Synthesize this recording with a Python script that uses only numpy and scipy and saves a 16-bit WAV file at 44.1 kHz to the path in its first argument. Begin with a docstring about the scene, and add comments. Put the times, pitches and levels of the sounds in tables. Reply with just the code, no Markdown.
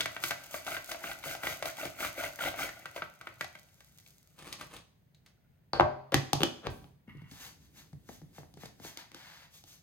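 """A table in a small room, a stereo microphone pair close to the hands. First a foil packet is shaken out
into a plastic shaker cup: the foil crackles and snaps as it buckles, and powder hisses down it.
Near 4.5 s the packet is laid aside; at 5.8 s the cup is knocked down on the table, then its lid clacks on.
At 7 s the cup is lifted and its wire whisk rings faintly. To the end it is turned hand over hand
to screw the lid tight, the thread scraping and the fingers sliding, over quiet room air."""
import sys
import numpy as np
from scipy import signal
from scipy.fft import rfft, irfft, next_fast_len
from scipy.io import wavfile

SR = 44100
rng = np.random.default_rng(int(sys.argv[2]) if len(sys.argv) > 2 else 0)


def store_wav(level_fs):
    """Save 16-bit WAV to argv[1]."""
    pcm = np.round(np.clip(np.atleast_2d(level_fs), -1, 1) * 32767)
    wavfile.write(sys.argv[1], SR, pcm.T.astype(np.int16))


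N = 433062

# the foil buckles, close to the microphones: (time [s], level [dB], treble [dB], pitch [Hz])
SNAPS = [(0.006, -27, -3.5, 3290), (0.057, -19, -19.5, 1840), (0.164, -23.5, -27.5, 1910),
         (0.237, -17.5, -15.5, 1410), (0.307, -18.5, -17.5, 2050), (0.315, -22.5, -34.5, 660),
         (0.542, -20.5, -37, 626), (0.665, -27.5, -17.5, 660), (0.766, -22, -32.5, 1460),
         (0.915, -26, -13, 1430), (0.944, -26, -35, 650), (1.04, -23, -44, 1450), (1.113, -28.5, -20, 1520),
         (1.238, -29, -20, 1350), (1.349, -26.5, -21, 720), (1.433, -22.5, -48, 1380),
         (1.469, -17, -28, 1980), (1.624, -19, -21.5, 630), (1.655, -23, -16, 670),
         (2.047, -19.5, -26, 1390), (2.236, -21.5, -21, 650), (2.389, -26, -29, 1930),
         (2.54, -26.5, -47, 690), (2.69, -28.5, -21, 1780), (2.856, -25.5, -23, 1400),
         (2.961, -23.5, -26, 625), (2.976, -27.5, -35.5, 570), (3.02, -19, -69, 1390),
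         (3.211, -32, -22, 1420), (3.27, -25.5, -29.5, 1300), (3.409, -19, -21, 1650),
         (3.443, -31.5, -15, 750), (3.552, -35, -22, 2140), (3.587, -64, 3, 2260), (3.686, -72, 1, 2820),
         (3.805, -46.5, -14.5, 1580), (3.987, -61.5, -2.5, 2000), (4.062, -55.5, -4.5, 2400),
         (4.388, -46.5, -8.5, 1040), (4.526, -40, 1.5, 1020), (4.611, -29.5, -18.5, 1170),
         (4.765, -47, -3, 3500), (5.146, -66.5, 2.5, 3930), (5.261, -54.5, -4, 1880)]
# spectrum of one snap: (frequency [Hz], level [dB])
SNAP_COLOUR = [(47, -49.5), (80, -4), (615, -3), (896, 0.5), (1530, 1), (1740, -9), (2040, 2), (3000, -7),
               (6590, -17), (9820, -25.5), (14600, -26.5), (16000, -50)]
# resonances of the foil at the cup's mouth: (frequency [Hz], level [dB], t60 [s])
FOIL_MODES = [(325.5, -12, 0.087), (592, -19.5, 0.045), (627, -6.5, 0.069), (1425, -3, 0.012),
              (1561, 3.5, 0.045), (1964, 1.5, 0.043), (2284, -7.5, 0.06), (2420, -16, 0.031)]
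def foil_snaps(delay_s=.004, loss_db=8.5, pitch_ratio=1.4, bass_db=-34):
    """Each buckle of the foil sets off a weaker one in the facet beside it."""
    rows = []
    for (s, db, treble_db, hz), (late, detune) in zip(SNAPS, rng.uniform(.6, 1.4, (len(SNAPS), 2))):
        rows.append((s, db, treble_db, bass_db, hz))
        rows.append((s + late * delay_s, db - loss_db, treble_db, bass_db, hz * pitch_ratio * detune))
    return blows(rows, SNAP_COLOUR, FOIL_MODES, spread_s=.0018,
                 patch_db=8.5, ring_db=0, body_db=-30, treble_db=-17.5, bass_db=-13)


# shakes over the cup: (time [s], hold [s], crinkle [dB], powder hiss [dB])
SHAKES = [(0.002, 0.005, -30.5, -43), (0.237, 0.054, -43, -40.5), (0.535, 0.036, -43, -46),
          (0.677, 0.072, -36.5, -45.5), (0.895, 0.026, -43.5, -46), (1.035, 0.08, -40.5, -50),
          (1.255, 0.075, -39, -44.5), (1.44, 0.085, -37, -43.5), (1.66, .02, -38.5, -43.5),
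          (1.787, 0.072, -40, -48), (2.005, 0.065, -34.5, -43), (2.183, 0.081, -37.5, -46.5),
          (2.415, 0.069, -32.5, -45), (2.59, 0.056, -33, -42.5), (2.964, 0.0083, -43, -53),
          (3.412, 0.014, -52, -55.5)]
SHAKE_RISE_DB_PER_S, SHAKE_FALL_DB_PER_S = 599, 349.5
# the foil stirs in the hand and loose powder trickles inside it: (time [s], level [dB])
HOLDING = [(0, -51.5), (2.65, -58), (2.78, -54.5), (3.05, -61), (3.18, -69), (3.25, -56.5), (3.45, -67.5),
           (3.7, -73.5), (4.3, -76.5), (4.92, -98), (5.15, -95.5), (5.4, -81), (5.65, -86.5)]
TRICKLE = [(0, -61.5), (2.7, -60), (3.17, -74.5), (3.5, -72.5), (4.1, -68), (4.22, -73.5), (4.75, -71),
           (4.9, -99), (5.6, -100.5)]
# spectra of crinkling foil and sliding powder: (frequency [Hz], level [dB])
FOIL_COLOUR = [(80, -13), (200, -11), (330, -3), (480, -12), (650, -1.5), (860, -11.5), (1150, -14),
               (1420, -1), (1720, -13), (2000, -2.5), (3200, -13.5), (6700, -22), (10000, -25),
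               (15000, -22)]
POWDER_COLOUR = [(2500, -6), (4500, -0.5), (6700, 3.5), (9000, -1.5), (10500, -4), (12500, 3),
                 (16000, -2.5)]
def pouring():
    """Every shake sends a swarm of crinkles into the cup's mouth; powder slides, relaxing foil ticks."""
    shaken, poured = strokes(SHAKES, SHAKE_RISE_DB_PER_S, SHAKE_FALL_DB_PER_S)
    crinkle, trickle = np.hypot(shaken, gain_curve(HOLDING)), gain_curve(TRICKLE)
    creases = crinkle * grains(per_s=1500, spread_db=2)
    strength = np.sqrt(np.mean(creases ** 2))
    mouth = amp(-15) * unit(signal.oaconvolve(creases, ringing(FOIL_MODES, SR // 5))[:N])
    crackle = amp(-9) * colour(creases, FOIL_COLOUR)
    flipping = amp(-7) * colour(crinkle * facets(), FOIL_COLOUR)
    hiss = colour(grains(per_s=2300, spread_db=2.5), POWDER_COLOUR)
    powder = amp(-2) * np.hypot(poured, trickle) * hiss
    ticks = amp(-1) * trickle * colour(grains(per_s=31, spread_db=2), POWDER_COLOUR)
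    return strength * (crackle + mouth + flipping) + powder + ticks


def facets(t60_cycles=22):
    """Each flipping facet of foil rings briefly at a pitch of its own; rms 1."""
    out = np.zeros(N)
    for hz in np.geomspace(550, 4500, 14):
        flips = grains(per_s=22, spread_db=3)
        ring = unit(ringing([(hz, 0, t60_cycles / hz)], SR // 25))
        out += signal.oaconvolve(flips, ring)[:N]
    return unit(out)


# the cup meets the table: (time [s], level [dB], treble [dB], bass [dB], pitch [Hz])
KNOCKS = [(5.733, -22, -23.5, -12, 4480), (5.797, -7, -41, -30, 1150), (5.807, -13, -36, -9.5, 840),
          (6.668, -30.5, -19, 0, 430)]
# spectrum of one knock: (frequency [Hz], level [dB])
TABLE_COLOUR = [(29, -46), (50, -16.5), (87, -12.5), (246, -15.5), (362, -1), (439, -13.5), (586, 0.5),
                (1120, -1), (1820, -18), (2210, -21), (2810, -31.5), (6240, -54), (9410, -67.5),
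                (16000, -68.5)]
# resonances of the table under the cup: (frequency [Hz], level [dB], t60 [s])
TABLE_MODES = [(134, -21.5, 1), (245, -22.5, 0.55), (400, -19.5, 1), (546, -4, 0.071), (606, -5.5, 0.4),
               (770, 0, 0.32), (853, -6, 0.28), (970, -8, 0.3), (1110, -7.5, 0.28), (1140, -29, 0.96),
               (1564, -7.5, 0.26), (1530, -23.5, 0.34), (1680, -34.5, 0.33), (2126, -30, 0.3)]
def cup_knocks():
    """The cup lands on one edge, then flat, and the table rings."""
    return blows(KNOCKS, TABLE_COLOUR, TABLE_MODES, spread_s=.0012,
                 patch_db=-6, ring_db=-8, body_db=-23, treble_db=-6, bass_db=-18.5)


# the lid strikes the rim: (time [s], level [dB], treble [dB], bass [dB], pitch [Hz])
CLACKS = [(6.12, -25, -29, -29, 550), (6.142, -10.5, -21, -16, 1950), (6.331, -14.5, -19.5, -17.5, 800),
          (6.405, -22, -30, -15.5, 390), (6.417, -22, -29, -16, 374), (6.432, -12, -22, -23, 3116),
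          (6.841, -46.5, -33, -17, 795), (8.539, -57.5, -11.5, -0.5, 793), (8.972, -41.5, -9.5, -31, 2100),
          (8.995, -50, -15, -36, 894), (9.116, -47, -19, -24.5, 2030), (9.145, -40, -17.5, -21, 1540),
          (9.638, -51.5, -14, -16, 770)]
# spectrum of one clack: (frequency [Hz], level [dB])
LID_COLOUR = [(29, -38.5), (50, -19), (306, 5), (472, -12.5), (1270, -9), (1960, -18.5), (2560, -15.5),
              (3100, -14.5), (5530, -19), (6710, -22), (9180, -31.5), (14900, -29.5), (16000, -48)]
# resonances of the lid: (frequency [Hz], level [dB], t60 [s])
LID_MODES = [(140, 1, .14), (250, -6, .08), (335, 1, .09), (535, -1, .06), (780, -4, .06), (1040, 2, .025),
             (1900, -3, .008), (2850, -6, .012), (3400, -6, .012)]
def lid_clacks():
    """The hollow lid clatters onto the rim, and later clicks softly as it is tightened."""
    return blows(CLACKS, LID_COLOUR, LID_MODES, spread_s=.0013,
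                 patch_db=3, ring_db=-3, body_db=-25.5, treble_db=-10.5, bass_db=-12)


# turns of the cup under its lid: (time [s], hold [s], thread scrape [dB], sliding skin [dB])
TURNS = [(7.325, 0.068, -58.5, -60), (7.41, 0.056, -52, -53), (7.62, 0.036, -73.5, -71),
         (7.775, 0.023, -58.5, -59.5), (8.095, 0.054, -66, -61), (8.36, 0.028, -62.5, -63),
         (8.615, 0.039, -56, -60.5), (8.845, 0.04, -51.5, -53), (8.99, 0.013, -49, -60),
         (9.165, 0.21, -54.5, -64.5), (9.33, .11, -57, -67), (9.545, 0.028, -79, -59.5),
         (9.68, 0.064, -77, -60.5)]
# rumble of the hands carrying the cup: (time [s], level [dB])
CARRYING = [(6.7, -37), (6.88, -53.5), (7.04, -77.5), (7.1, -62), (7.5, -55), (8.9, -55.5), (9.3, -80),
            (9.82, -68)]
# spectra of thread, skin and handling rumble: (frequency [Hz], level [dB])
THREAD_COLOUR = [(250, -19), (600, -5), (950, 1.5), (1200, -4.5), (1500, 1), (2100, -0.5), (3000, -9),
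                 (5000, -7), (9000, -48)]
SKIN_COLOUR = [(1500, -7.5), (3000, -6.5), (4500, -5), (6500, -0.5), (9000, -9.5), (10500, -11),
               (12500, -3), (16000, -12.5)]
RUMBLE_COLOUR = [(30, -28), (65, -5), (140, -7), (250, -6), (400, -16.5), (900, -36)]
def screwing():
    """The thread scrapes round, fingers slide on the wall, and the cup rumbles in the hands."""
    scrape, slide = strokes(TURNS, rise_db_per_s=399, fall_db_per_s=228)
    turning = amp(-59) * (scrape / scrape.max()) ** .4   # follows 40% of the scrape's swing in dB
    handling = np.hypot(gain_curve(CARRYING), turning)
    thread = amp(-4.5) * scrape * colour(grains(per_s=4000, spread_db=3), THREAD_COLOUR)
    skin = slide * colour(rng.standard_normal(N), SKIN_COLOUR)
    rumble = amp(-12.5) * handling * colour(rng.standard_normal(N), RUMBLE_COLOUR)
    return thread + skin + rumble


# light touches on the cup: (time [s], level [dB], treble [dB], bass [dB], pitch [Hz])
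BUMPS = [(1.255, -38.5, -40, -23, 151), (1.851, -30, -17, -26.5, 350), (2.017, -39.5, -23, -27, 278),
         (7.076, -56, -28.5, -1.5, 231), (7.147, -72.5, -12, 15.5, 143.4), (7.169, -70, -7, -2, 109),
         (7.215, -55.5, -21, -2.5, 159), (7.311, -62.5, 2.5, 2.5, 269), (7.928, -51, -21.5, -4.5, 147.8),
         (8.087, -36, -28, -22.5, 244), (8.214, -51, -23.5, -8, 160.5), (8.38, -37, -32, -22, 149),
         (8.429, -45, -34, -23, 103), (8.569, -45, -24, -18, 386), (8.631, -35.5, -36, -23, 199),
         (8.654, -45.5, -10.5, -33, 725), (8.797, -46, -24, -16, 278), (8.845, -37.5, -24, -24, 318)]
# spectrum of one touch: (frequency [Hz], level [dB])
BUMP_COLOUR = [(29, -40), (50, -7), (189, 5.5), (586, -2), (765, 0.5), (1180, -10), (2060, -12),
               (2560, -30.5), (4350, -31.5), (16000, -53)]
# resonances of the cup: (frequency [Hz], level [dB], t60 [s])
CUP_MODES = [(107.5, -51, 0.16), (156.4, -16, 0.23), (284, 7.5, 0.14), (430, 10, 0.22), (577, -35, 0.035),
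             (770, -25, 0.084)]
def cup_bumps():
    """The packet or a finger bumps the cup, which answers with a low, hollow ring."""
    return blows(BUMPS, BUMP_COLOUR, CUP_MODES, spread_s=.0033,
                 patch_db=1.5, ring_db=-8, body_db=-24.5, treble_db=-12.5, bass_db=-3)


# the packet is pushed about on the table: (time [s], hold [s], level [dB])
PUSHES = [(4.395, 0.026, -51.5), (4.46, 0.02, -46), (4.525, 0.012, -45.5), (4.605, 0.014, -45.5),
          (4.73, 0.032, -47), (5.268, 0.0086, -65.5)]
# spectrum of its rustle: (frequency [Hz], level [dB])
PUSH_COLOUR = [(60, -8.5), (130, 1), (260, 1.5), (400, -3), (930, -5), (1130, 1), (1350, -6.5), (2500, -7),
               (5000, -15), (9000, -15.5), (15000, -26)]
def laying_aside():
    """The empty packet rustles against the table top."""
    push, = strokes(PUSHES, SHAKE_RISE_DB_PER_S, SHAKE_FALL_DB_PER_S)
    return amp(-2.5) * push * colour(grains(per_s=2300, spread_db=4.5), PUSH_COLOUR)


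# cup and lid drag: (time [s], level [dB])
DRAG = [(5.73, -77.5), (5.742, -39), (5.79, -46), (5.8, -101.5), (6.114, -99), (6.122, -36.5),
        (6.142, -34.5), (6.15, -89), (6.6, -86), (6.635, -51), (6.665, -38.5), (6.69, -81)]
# spectrum of the judder: (frequency [Hz], level [dB])
DRAG_COLOUR = [(60, -13), (120, -5), (250, -4.5), (550, 0.5), (800, -8.5), (1400, -9), (2000, -16),
               (5000, -29.5), (12000, -46)]
def dragging():
    """Plastic judders along the table and the rim just before it settles."""
    return gain_curve(DRAG) * colour(grains(per_s=1800, spread_db=-6), DRAG_COLOUR)


# the whisk's rattle, faint even this close: (time [s], level [dB])
WHISK = [(7.07, -94), (7.08, -57), (7.14, -66.5), (7.29, -66.5), (7.34, -83)]
# resonances of its wires: (frequency [Hz], level [dB], t60 [s])
WHISK_MODES = [(950, -4, .015), (1500, -4, .015), (1960, -3, .04), (2150, -3, .035), (2750, -4, .02),
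               (11500, -19, .02)]
def whisk():
    """The wire ball inside rattles as the cup is lifted."""
    wires = ringing(WHISK_MODES, SR // 4, scatter_db=1)
    taps = grains(per_s=1300, spread_db=1.5)
    return gain_curve(WHISK) * unit(signal.oaconvolve(taps, wires)[:N])


# decay of the small room: (frequency [Hz], t60 [s])
ROOM_T60 = [(100, .5), (300, 0.5), (800, 0.65), (2000, 0.55), (5000, 0.64), (14000, 0.52)]
# its echo at the microphones: (frequency [Hz], energy re direct sound [dB])
ROOM_DB = [(100, 5), (300, -5), (800, -5.5), (2000, -6), (5000, -2), (14000, -12.5)]
def room_echo(first_s=.00079, early_db=7.5, early_s=.054, bands=12):
    """The room's impulse response: strong early reflections, then a diffuse tail dying band by band."""
    t = np.arange(SR * 3 // 4) / SR
    hz = np.fft.rfftfreq(len(t), 1 / SR)
    centres, out = np.geomspace(70, 15000, bands), 0
    onset = np.clip(t / first_s - 1, 0, 1) * (1 + amp(early_db) * np.exp(-t / early_s))
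    for centre, share in zip(centres, np.eye(bands)):
        weight = np.sqrt(at_hz(np.c_[centres, share], hz))   # neighbouring bands cross at equal power
        noise = irfft(weight * rfft(rng.standard_normal(len(t))), len(t))
        tail = unit(noise * onset * amp(-60 * t / at_hz(ROOM_T60, centre)))
        out = out + amp(at_hz(ROOM_DB, centre)) * tail * np.sqrt(np.mean(weight ** 2) / len(t))
    return out


# spectrum of the room tone: (frequency [Hz], level [dB])
AIR_COLOUR = [(15, -44), (25, -19.5), (48, -1.5), (87, 0), (145, 2.5), (301, -15), (695, -21.5),
              (1260, -31.5), (1840, -26), (2550, -32), (4250, -36), (10400, -41.5), (16000, -31.5)]
def room_air():
    """Quiet room air: a steady low rumble with a trace of hiss."""
    return amp(-67) * colour(rng.standard_normal(N), AIR_COLOUR)


def blows(rows, spectrum, modes, spread_s, patch_db, ring_db, body_db, treble_db, bass_db, size=12000):
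    """Each contact is shaped by the body, whose modes ring on; the struck patch rings for a few cycles."""
    out, t = np.zeros(N), np.arange(size) / SR
    attack = 1 - np.exp(-t / spread_s)
    for s, level_db, bright_db, heavy_db, patch_hz in rows:
        ring = amp(ring_db) * unit(ringing(modes, size, scatter_db=3))
        patch = amp(patch_db) * unit(ringing([(patch_hz, 0, 14 / patch_hz)], size))
        hit = colour(contact(spread_s, size), spectrum) + (ring + patch) * attack
        # hard contacts bring out the treble, heavy ones the bass
        body = amp(body_db) * unit(band(hit, [300, 4000], "band"))
        treble = amp(bright_db + treble_db) * unit(band(band(hit, 3500, "high"), 3500, "high"))
        bass = amp(heavy_db + bass_db) * unit(band(band(hit, 300, "low"), 300, "low"))
        start = round(s * SR)
        out[start:start + size] += amp(level_db) * (body + treble + bass)[:N - start]
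    return out


def contact(spread_s, size):
    """A click smeared over a few ms: every frequency leaves the flexing wall at a moment of its own."""
    hz = np.fft.rfftfreq(2 * size, 1 / SR)
    knots = np.linspace(0, SR / 2, 64)
    delay = np.interp(hz, knots, spread_s * rng.rayleigh(1, len(knots)))
    return unit(irfft(np.exp(-2j * np.pi * np.cumsum(delay) * hz[1]))[:size])


def ringing(modes, size, scatter_db=0):
    """Decaying sines, each struck with a random sign and a strength scattered by scatter_db."""
    t = np.arange(size) / SR
    hz, db, t60 = np.transpose(modes)[:, :, None]
    strength = amp(db + scatter_db * rng.standard_normal(hz.shape)) * rng.choice([-1, 1], hz.shape)
    return np.sum(strength * amp(-60 * t / t60) * np.sin(2 * np.pi * hz * t), axis=0)


def grains(per_s, spread_db):
    """Tiny clicks of uneven strength at random moments; rms 1."""
    sizes = amp(spread_db * np.minimum(rng.exponential(1, N), 4))
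    return unit(sizes * rng.choice([-1, 1], N) * (rng.random(N) < per_s / SR))


def strokes(rows, rise_db_per_s, fall_db_per_s):
    """Each stroke of the hand swells, holds and dies away; one gain curve per dB column."""
    t, curves = np.arange(N) / SR, 0
    for s, hold_s, *levels_db in rows:
        shape_db = np.minimum(rise_db_per_s * (t - s), fall_db_per_s * (s + hold_s - t))
        curves = np.maximum(curves, np.outer(amp(levels_db), amp(np.clip(shape_db, -120, 0))))
    return curves


def gain_curve(rows):
    """Gain through (time [s], level [dB]) points, silent outside them."""
    return amp(np.interp(np.arange(N) / SR, *np.transpose(rows), left=-120, right=-120))


def colour(x, spectrum, size=4096):
    """Causal (minimum-phase) filter with the given spectrum; rms 1."""
    cepstrum = irfft(np.log(amp(at_hz(spectrum, np.fft.rfftfreq(size, 1 / SR)))))
    cepstrum[1:size // 2] *= 2
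    cepstrum[size // 2 + 1:] = 0
    return unit(signal.oaconvolve(x, irfft(np.exp(rfft(cepstrum))))[:len(x)])


def band(x, hz, kind):
    """Butterworth filter."""
    return signal.sosfilt(signal.butter(2, hz, kind, fs=SR, output="sos"), x)


def at_hz(points, hz):
    """Read a table along a log-frequency axis."""
    f, value = np.transpose(points)
    return np.interp(np.log(np.maximum(hz, 1)), np.log(np.maximum(f, 1)), value)


def amp(db):
    """Decibels to gain."""
    return 10 ** (np.asarray(db) / 20)


def unit(x):
    """Scale to rms 1."""
    return x / np.sqrt(np.mean(x ** 2) + 1e-24)


# where the hands work before the pair: (time [s], bearing [0 = centre, 1 = a little left])
BEARING = [(0, 0.76), (3.4, 0.64), (3.9, 0.9), (5.3, 0), (5.7, 0.6), (6.0, 2.3), (6.101, 0.73),
           (9.799, 0.88)]
# the pair's width for direct sound at bearing 1, and for echoes: (frequency [Hz], side re mid [dB])
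SIDE_DIRECT = [(100, -18), (700, -6.5), (2000, -2.5), (3300, 8), (5000, 0.5), (8500, 5), (10500, 10.5),
               (12000, -7), (16000, -20.5)]
SIDE_ECHO = [(100, -11), (300, -4.5), (700, 0.5), (2000, -0.5), (5000, 0), (9000, -3), (10500, 8),
             (12000, -13), (16000, -16.5)]
# lead of side over mid for direct sound: (frequency [Hz], phase [rad])
SIDE_PHASE = [(100, -0.2), (600, 0.52), (2000, 1.3), (3000, 1.54), (3800, 1), (5700, 0.5), (7000, -2.5),
              (8200, -0.26), (9300, -2), (10300, -5), (13000, -4.5), (15500, -4.5)]
# the mid dips where the two microphone ports cancel: (frequency [Hz], width [Hz], depth [0-1])
PORT_DIPS = [(5590, 380, 1), (7450, 400, 1)]
def scene():
    """The hands work close to a microphone pair, with the small room's echo and air behind them."""
    packet = pouring() + foil_snaps() + laying_aside()
    sources = packet + cup_knocks() + lid_clacks() + dragging() + screwing() + cup_bumps() + whisk()
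    size = next_fast_len(N + SR)
    hz = np.fft.rfftfreq(size, 1 / SR)
    direct = rfft(sources, size)
    off_axis = rfft(sources * np.interp(np.arange(N) / SR, *np.transpose(BEARING)), size)
    mid_echo, side_echo = [direct * rfft(room_echo(), size) for _ in range(2)]
    mid_air, side_air = [rfft(room_air(), size) for _ in range(2)]
    mid = direct + mid_echo + mid_air
    # sound reaches the nearer port earlier and louder
    side = amp(at_hz(SIDE_DIRECT, hz)) * np.exp(1j * at_hz(SIDE_PHASE, hz)) * off_axis
    side += amp(at_hz(SIDE_ECHO, hz)) * (side_echo + side_air)
    for dip_hz, width_hz, depth in PORT_DIPS:
        mid *= 1 - depth / (1 + 2j * (hz - dip_hz) / width_hz)
    return irfft(np.array([mid + side, mid - side]), size)[:, :N]


def record(dry, ceiling=.85, low_cut_hz=42, high_cut_hz=16200):
    """Peaks are rounded, the deepest bass is rolled off and the top is cut steeply."""
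    rounded = ceiling * np.tanh(dry / ceiling)
    high_cut = signal.ellip(10, .2, 70, high_cut_hz, fs=SR, output="sos")
    return signal.sosfilt(high_cut, band(rounded, low_cut_hz, "high"))


dry = scene()
out = record(dry)
store_wav(out)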